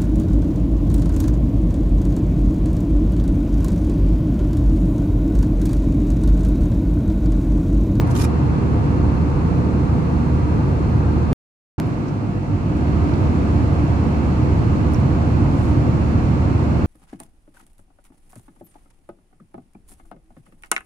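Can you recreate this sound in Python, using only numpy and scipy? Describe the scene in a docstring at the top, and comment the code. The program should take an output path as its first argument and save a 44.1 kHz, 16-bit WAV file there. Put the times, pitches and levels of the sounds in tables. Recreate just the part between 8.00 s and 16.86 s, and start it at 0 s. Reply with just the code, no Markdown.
"""Inside a cruising airliner, heard by a hand-held stereo microphone: noise shaped by cabin resonances is the
roar of air along the fuselage, and wavering sines are the engine drone. At the start a finger brushes the case
in crackling friction bursts. At 3.33 s the sound snaps off; after 0.45 s of silence it returns from a second
spot, weaker and doubled by a late copy, so briefly hollow, then swells to full. From the return at 3.78 s until
7 s something plastic ticks now and then, in short band-passed bursts; later the finger brushes again, faintly."""
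import sys
import numpy as np
from scipy import signal
from scipy.fft import rfft, irfft
from scipy.io import wavfile

SR = 44100
rng = np.random.default_rng(int(sys.argv[2]) if len(sys.argv) > 2 else 0)


def dump(signal):
    """Clip the signal to [-1, 1] and save it as 16-bit WAV at the path in sys.argv[1]."""
    limited = np.clip(np.atleast_2d(signal).T, -1, 1)
    pcm = np.round(limited * 32767).astype(np.int16)
    wavfile.write(sys.argv[1], SR, pcm)


N = 390726
TIME = np.arange(N) / SR
FREQS = np.maximum(np.fft.rfftfreq(N, 1 / SR), 1)
PAUSE_FROM_S, PAUSE_TO_S = 3.330, 3.780

# broad roar at each spot, before resonances: freq_hz [Hz], level_db [dB per Hz]
ROAR_FIRST_SPOT = [(20, -64), (50, -44), (100, -38), (150, -40), (195, -44.5), (350, -50), (430, -55.5),
                   (630, -63.5), (850, -63), (1150, -62.5), (1600, -70.5), (2500, -79.5), (3400, -87),
                   (7000, -92.5), (9500, -99), (11500, -106.2), (15000, -117.5)]
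ROAR_SECOND_SPOT = [(20, -55), (50, -48), (100, -37), (150, -42.5), (195, -45), (350, -50.5), (430, -59.5),
                    (900, -64.5), (1150, -63.5), (1600, -71), (2500, -79), (3400, -86.5), (7000, -92.5),
                    (11500, -105.6), (15000, -119)]
# standing waves favour one port: freq_hz [Hz], left_minus_right_db [dB]
LEAN_FIRST_SPOT = [(60, -3.5), (130, 1), (185, -6.5), (310, 2.5), (430, -3), (660, 5.5), (1100, -2.5),
                   (1900, 0.5), (2450, -4), (3400, 0), (8800, -2.5), (11200, 7), (14000, -1)]
LEAN_SECOND_SPOT = [(70, -4), (140, -2), (185, -2), (310, 1.5), (400, -4.5), (570, 8.5), (780, 1),
                    (950, -0.6), (1900, -4.5), (2200, -7), (4200, -2), (8800, -6.5), (11000, 5), (13000, 1)]
# cabin and port resonances: freq_hz [Hz], width_hz [Hz], boost_db [dB]
CABIN_RESONANCES = [(55, 11, 2), (80.5, 13, -4), (142, 22, 1.5), (218, 18, -1.5), (238.2, 11, 4.5),
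                    (297, 19.7, 6.5), (488.3, 27, 5.5), (700, 40, 4.5), (896, 98, 4), (1220, 76, 0.5),
                    (1315, 110, 0), (1830, 200, -3), (2640, 330, 2.5), (4250, 400, 5), (8150, 400, -3.5),
                    (9300, 900, 2), (9900, 500, -3)]
# power share straight from the left-hand wall: freq_hz [Hz], share [0-1]
WALL_SHARE = [(150, 0.02), (400, 0.12), (700, 0.28), (1100, 0.21), (1800, 0.24), (3200, 0.2), (7000, .07),
              (14000, 0)]
# likeness of the remaining roar at the two ports: freq_hz [Hz], correlation [-1 to 1]
PORT_CORRELATION = [(25, 0.9), (50, .94), (100, 0.91), (140, 0.94), (185, 0.61), (235, 0.93), (260, 0.54),
                    (305, 0.89), (400, 0.45), (490, 0.54), (650, 0.56), (900, 0.32), (1400, -0.36),
                    (3000, -0.035)]


def airflow(roar, lean, lag_ms, lowest_hz=24):
    """Turbulence shakes the fuselage skin; its noise fills the cabin and reaches two ports."""
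    level_db = over_hz(roar)
    for freq_hz, width_hz, boost_db in CABIN_RESONANCES:
        level_db = level_db + boost_db / (1 + (2 * (FREQS - freq_hz) / width_hz) ** 2)
    # the ports barely sense the slowest pressure waves
    colour = from_db(level_db) / np.hypot(1, (lowest_hz / FREQS) ** 2)
    # sound from all round: a part alike at both ports, a part opposite
    correlation = over_hz(PORT_CORRELATION)
    common = np.sqrt((1 + correlation) / 2) * white()
    opposed = np.sqrt((1 - correlation) / 2) * white() * [[1], [-1]]
    diffuse = common + opposed
    # sound from the wall reaches the right port late
    lag_s = np.array([[0], [lag_ms / 1000]])
    direct = white() * np.exp(-2j * np.pi * FREQS * lag_s)
    share = over_hz(WALL_SHARE)
    field = np.sqrt(share) * direct + np.sqrt(1 - share) * diffuse
    return irfft(field * colour * panned(over_hz(lean)), N)


# steady engine tones: freq_hz [Hz], level_db [dB rms, before wavering and spot gain], waver [0-1]
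ENGINE_TONES = [(75.1, -23.2, .05), (236.5, -41, .3), (2702, -67, .4)]
HUM_RETURN_DB, HUM_HOLD_S, HUM_RISE_S = -6, 0.29, 0.53


def engines(lean_db, first_db, second_db):
    """Fan and core shafts shake the cabin once a turn in a steady drone; a thin whine sits above."""
    tones = 0
    for freq_hz, level_db, waver in ENGINE_TONES:
        # complex, so both strength and phase waver
        swell = 1 + waver * (drift(9.7) + 1j * drift(5.9)) / np.sqrt(2)
        turning = np.exp(2j * np.pi * (freq_hz * TIME + rng.random()))
        tones = tones + np.sqrt(2) * from_db(level_db) * np.real(swell * turning)
    weakness = 1 - ramp(PAUSE_TO_S + HUM_HOLD_S, HUM_RISE_S)
    returning_db = second_db + HUM_RETURN_DB * weakness
    spot_db = np.where(TIME < PAUSE_TO_S, first_db, returning_db)
    return tones * from_db(spot_db) * panned(lean_db)


# finger slips: middle_s [s], half_length_s [s], level_db [dB per Hz before colour], ring_db [dB, case ring]
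FINGER_SLIPS = [(0.012, 0.0055, -84.5, -11), (.074, .005, -89, -10), (0.112, 0.0075, -82, -8),
                (0.153, .003, -80.5, -12), (0.164, .0045, -74.5, -10.5), (0.175, .004, -75, -10.5),
                (0.197, 0.0072, -75, -1), (0.219, 0.0073, -71.5, -1.5), (0.243, 0.0079, -75.5, -2),
                (0.251, 0.0023, -76.5, 7.5), (7.635, 0.074, -95.5, -11.5)]
# strong modes of the case: freq_hz [Hz], width_hz [Hz], gain_db [dB]
STRONG_CASE_MODES = [(1100, 400, 4), (1850, 350, 2), (2400, 130, 9), (5500, 250, 3)]
# colour of the rubbing: freq_hz [Hz], gain_db [dB]
RUB_COLOUR = [(400, -5), (1500, 1.5), (3600, 2.5), (4500, 0.5), (6000, 1.5), (7200, 3), (8200, -2),
              (9200, 0.5), (11500, -1.5), (13200, -11.5), (15000, -13)]
# unequal reach of the rubbing: freq_hz [Hz], left_minus_right_db [dB]
RUB_PORT_LEAN = [(2400, -2), (3600, 1.5), (5500, -1), (8000, -3), (12000, 5.5), (14000, 0)]
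# slips much longer than CONTACT_S glide over many points of the case and lose their colour
CONTACT_S, CASE_T60_S = .011, .012


def finger(case_lean_db):
    """Skin drags over the case in uneven, crackling slips, each coloured anew; firm ones ring its modes."""
    skin = np.array([crackle(), crackle()])
    friction = ringing = 0
    for middle_s, half_length_s, level_db, ring_db in FINGER_SLIPS:
        swell = from_db(level_db) / (1 + ((TIME - middle_s) / half_length_s) ** 2)
        stays = 1 / (1 + (half_length_s / CONTACT_S) ** 2)
        coloured = case_ring(skin * swell, CASE_T60_S)
        friction = friction + np.sqrt(stays) * coloured + np.sqrt(1 - stays) * skin * swell
        ringing = np.hypot(ringing, swell * from_db(ring_db))
    case = 0
    for k, (freq_hz, width_hz, gain_db) in enumerate(STRONG_CASE_MODES):
        detuning = (FREQS ** 2 - freq_hz ** 2) / (FREQS * width_hz)
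        case = case + (-1) ** k * from_db(gain_db) / (1 + 1j * detuning)
    rub = from_db(over_hz(RUB_COLOUR)) * panned(over_hz(RUB_PORT_LEAN))
    rubbed = rfft(friction) * rub
    rung = rfft(crackle() * ringing) * case * panned(case_lean_db)
    return irfft(rubbed + rung, N)


CRACKLES_PER_S, CRACKLE_SHARE = 1100, .55  # share of the friction power


def crackle():
    """Friction noise of 0 dB per Hz: tiny catches of the skin at uneven gaps, over a fine hiss."""
    catches = rng.standard_normal(N) * (rng.random(N) < CRACKLES_PER_S / SR)
    catches = np.sqrt(SR / 2) * catches / catches.std()
    hiss = irfft(white(), N)
    return np.sqrt(CRACKLE_SHARE) * catches + np.sqrt(1 - CRACKLE_SHARE) * hiss


def case_ring(x, t60_s):
    """Many small case modes as decaying noise, a new mix for each contact and port; keeps the level."""
    age_s = TIME[:SR // 20]
    response = rng.standard_normal((2, len(age_s))) * from_db(-60 * age_s / t60_s)
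    response = response / np.linalg.norm(response, axis=1, keepdims=True)
    return signal.oaconvolve(x, response, axes=1)[:, :N]


# plastic ticks: start_s [s], level_db [dB peak before dulling and panning], ring_hz [Hz],
# half_width [share of ring_hz], t60_s [s]
PLASTIC_TICKS = [(3.785, -49, 11200, .12, .11), (3.848, -47, 10800, .1, .08), (4.062, -37, 4900, .25, .09),
                 (4.768, -46, 8000, 0.37, .07), (5.137, -38, 4270, .2, .06),
                 (6.9369, -28, 10700, .55, 0.0018), (6.9381, -39, 11800, .12, .005),
                 (6.9413, -45, 12500, .1, .006), (6.9445, -33, 5800, 0.054, 0.0092),
                 (6.9497, -38, 8800, .5, .007), (6.9583, -37, 6200, .15, .005), (6.999, -48, 9500, .3, .05)]


def ticks(lean_db, top_hz=13000):
    """Each tick is a noise burst that starts at once and dies in one band; the plastic dulls the top."""
    out = np.zeros((2, N))
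    age_s = TIME[:SR // 10]
    for start_s, level_db, ring_hz, half_width, t60_s in PLASTIC_TICKS:
        edges_hz = [ring_hz / (1 + half_width), ring_hz * (1 + half_width)]
        band = signal.butter(2, edges_hz, "band", fs=SR, output="sos")
        burst = rng.standard_normal((2, len(age_s))) * from_db(-60 * age_s / t60_s)
        tick = signal.sosfilt(band, burst)
        at = round(start_s * SR)
        out[:, at:at + len(age_s)] += from_db(level_db) * tick / np.abs(tick).max()
    dull = signal.butter(2, top_hz, fs=SR, output="sos")
    return signal.sosfilt(dull, out) * panned(lean_db)


def snap(level_db, fall_hz):
    """The sharp click with which the sound breaks off: a step that decays exponentially."""
    age_s = TIME - PAUSE_FROM_S
    return from_db(level_db) * (age_s >= 0) * np.exp(-2 * np.pi * fall_hz * np.abs(age_s))


HOLLOW_DELAY_S, HOLLOW_LENGTH_S = .02, 1.08


def hollow(x):
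    """A late copy hands over to the prompt sound; while they overlap the roar rings as in a pipe."""
    late = np.pad(x, ((0, 0), (round(HOLLOW_DELAY_S * SR), 0)))[:, :N]
    prompt = ramp(PAUSE_TO_S, HOLLOW_LENGTH_S)
    return (1 - prompt) * late + prompt * x


def from_db(db):
    """Decibels to gain."""
    return 10 ** (np.asarray(db) / 20)


def over_hz(points):
    """A spectrum table at every frequency, joined on a log axis."""
    freq_hz, value = np.transpose(points)
    return np.interp(np.log(FREQS), np.log(freq_hz), value)


def white():
    """Spectrum of white noise of 0 dB per Hz."""
    real, imag = rng.standard_normal((2, len(FREQS)))
    return (real + 1j * imag) * np.sqrt(N * SR) / 2


def drift(rate_hz):
    """Slow random curve of spread 1, with a new target rate_hz times a second."""
    knots = rng.standard_normal(int(N / SR * rate_hz) + 2)
    slow = np.interp(TIME * rate_hz, np.arange(len(knots)), knots)
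    return slow / slow.std()


def panned(lean_db):
    """Left and right gains for a left-minus-right level difference."""
    return from_db(np.array([[.5], [-.5]]) * lean_db)


def ramp(start_s, length_s):
    """0 until the start, then straight up to 1."""
    return np.clip((TIME - start_s) / length_s, 0, 1)


def scene():
    """The roar of each spot in turn, with the engines and the small sounds on top."""
    first = airflow(ROAR_FIRST_SPOT, LEAN_FIRST_SPOT, lag_ms=.455)
    second = airflow(ROAR_SECOND_SPOT, LEAN_SECOND_SPOT, lag_ms=0.4)
    roar = np.where(TIME < PAUSE_TO_S, first, second)
    drone = engines(lean_db=-1.5, first_db=1, second_db=-1.7)
    return roar + drone + finger(case_lean_db=-9) + ticks(lean_db=-6)


# each hold starts at the end of the pause, its rise follows the hold; the bass gain adds to the overall one
RETURN_DB, FULL_DB, RETURN_HOLD_S, RETURN_RISE_S = -0.5, 1.5, 0.93, 0.37
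BASS_RETURN_DB, BASS_HOLD_S, BASS_RISE_S = -7, 0.44, 0.25
CUTOFF_HZ = 15200


def record(dry, bass_hz=100):
    """The sound snaps off, then returns thin and hollow and swells to full; the top is cut."""
    level_db = RETURN_DB + (FULL_DB - RETURN_DB) * ramp(PAUSE_TO_S + RETURN_HOLD_S, RETURN_RISE_S)
    bass_db = BASS_RETURN_DB * (1 - ramp(PAUSE_TO_S + BASS_HOLD_S, BASS_RISE_S))
    doubled = hollow(dry)
    bass = signal.sosfiltfilt(signal.butter(4, bass_hz, fs=SR, output="sos"), doubled)
    returning = from_db(level_db) * (doubled - bass + from_db(bass_db) * bass)
    closing = np.clip((PAUSE_FROM_S - TIME) / .001, 0, 1)
    opening = ramp(PAUSE_TO_S, .004)
    heard = dry * closing + snap(level_db=-15.5, fall_hz=801) + returning * opening
    top_cut = signal.ellip(10, .1, 80, CUTOFF_HZ, fs=SR, output="sos")
    return signal.sosfilt(top_cut, heard)


dry = scene()
out = record(dry)
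dump(out)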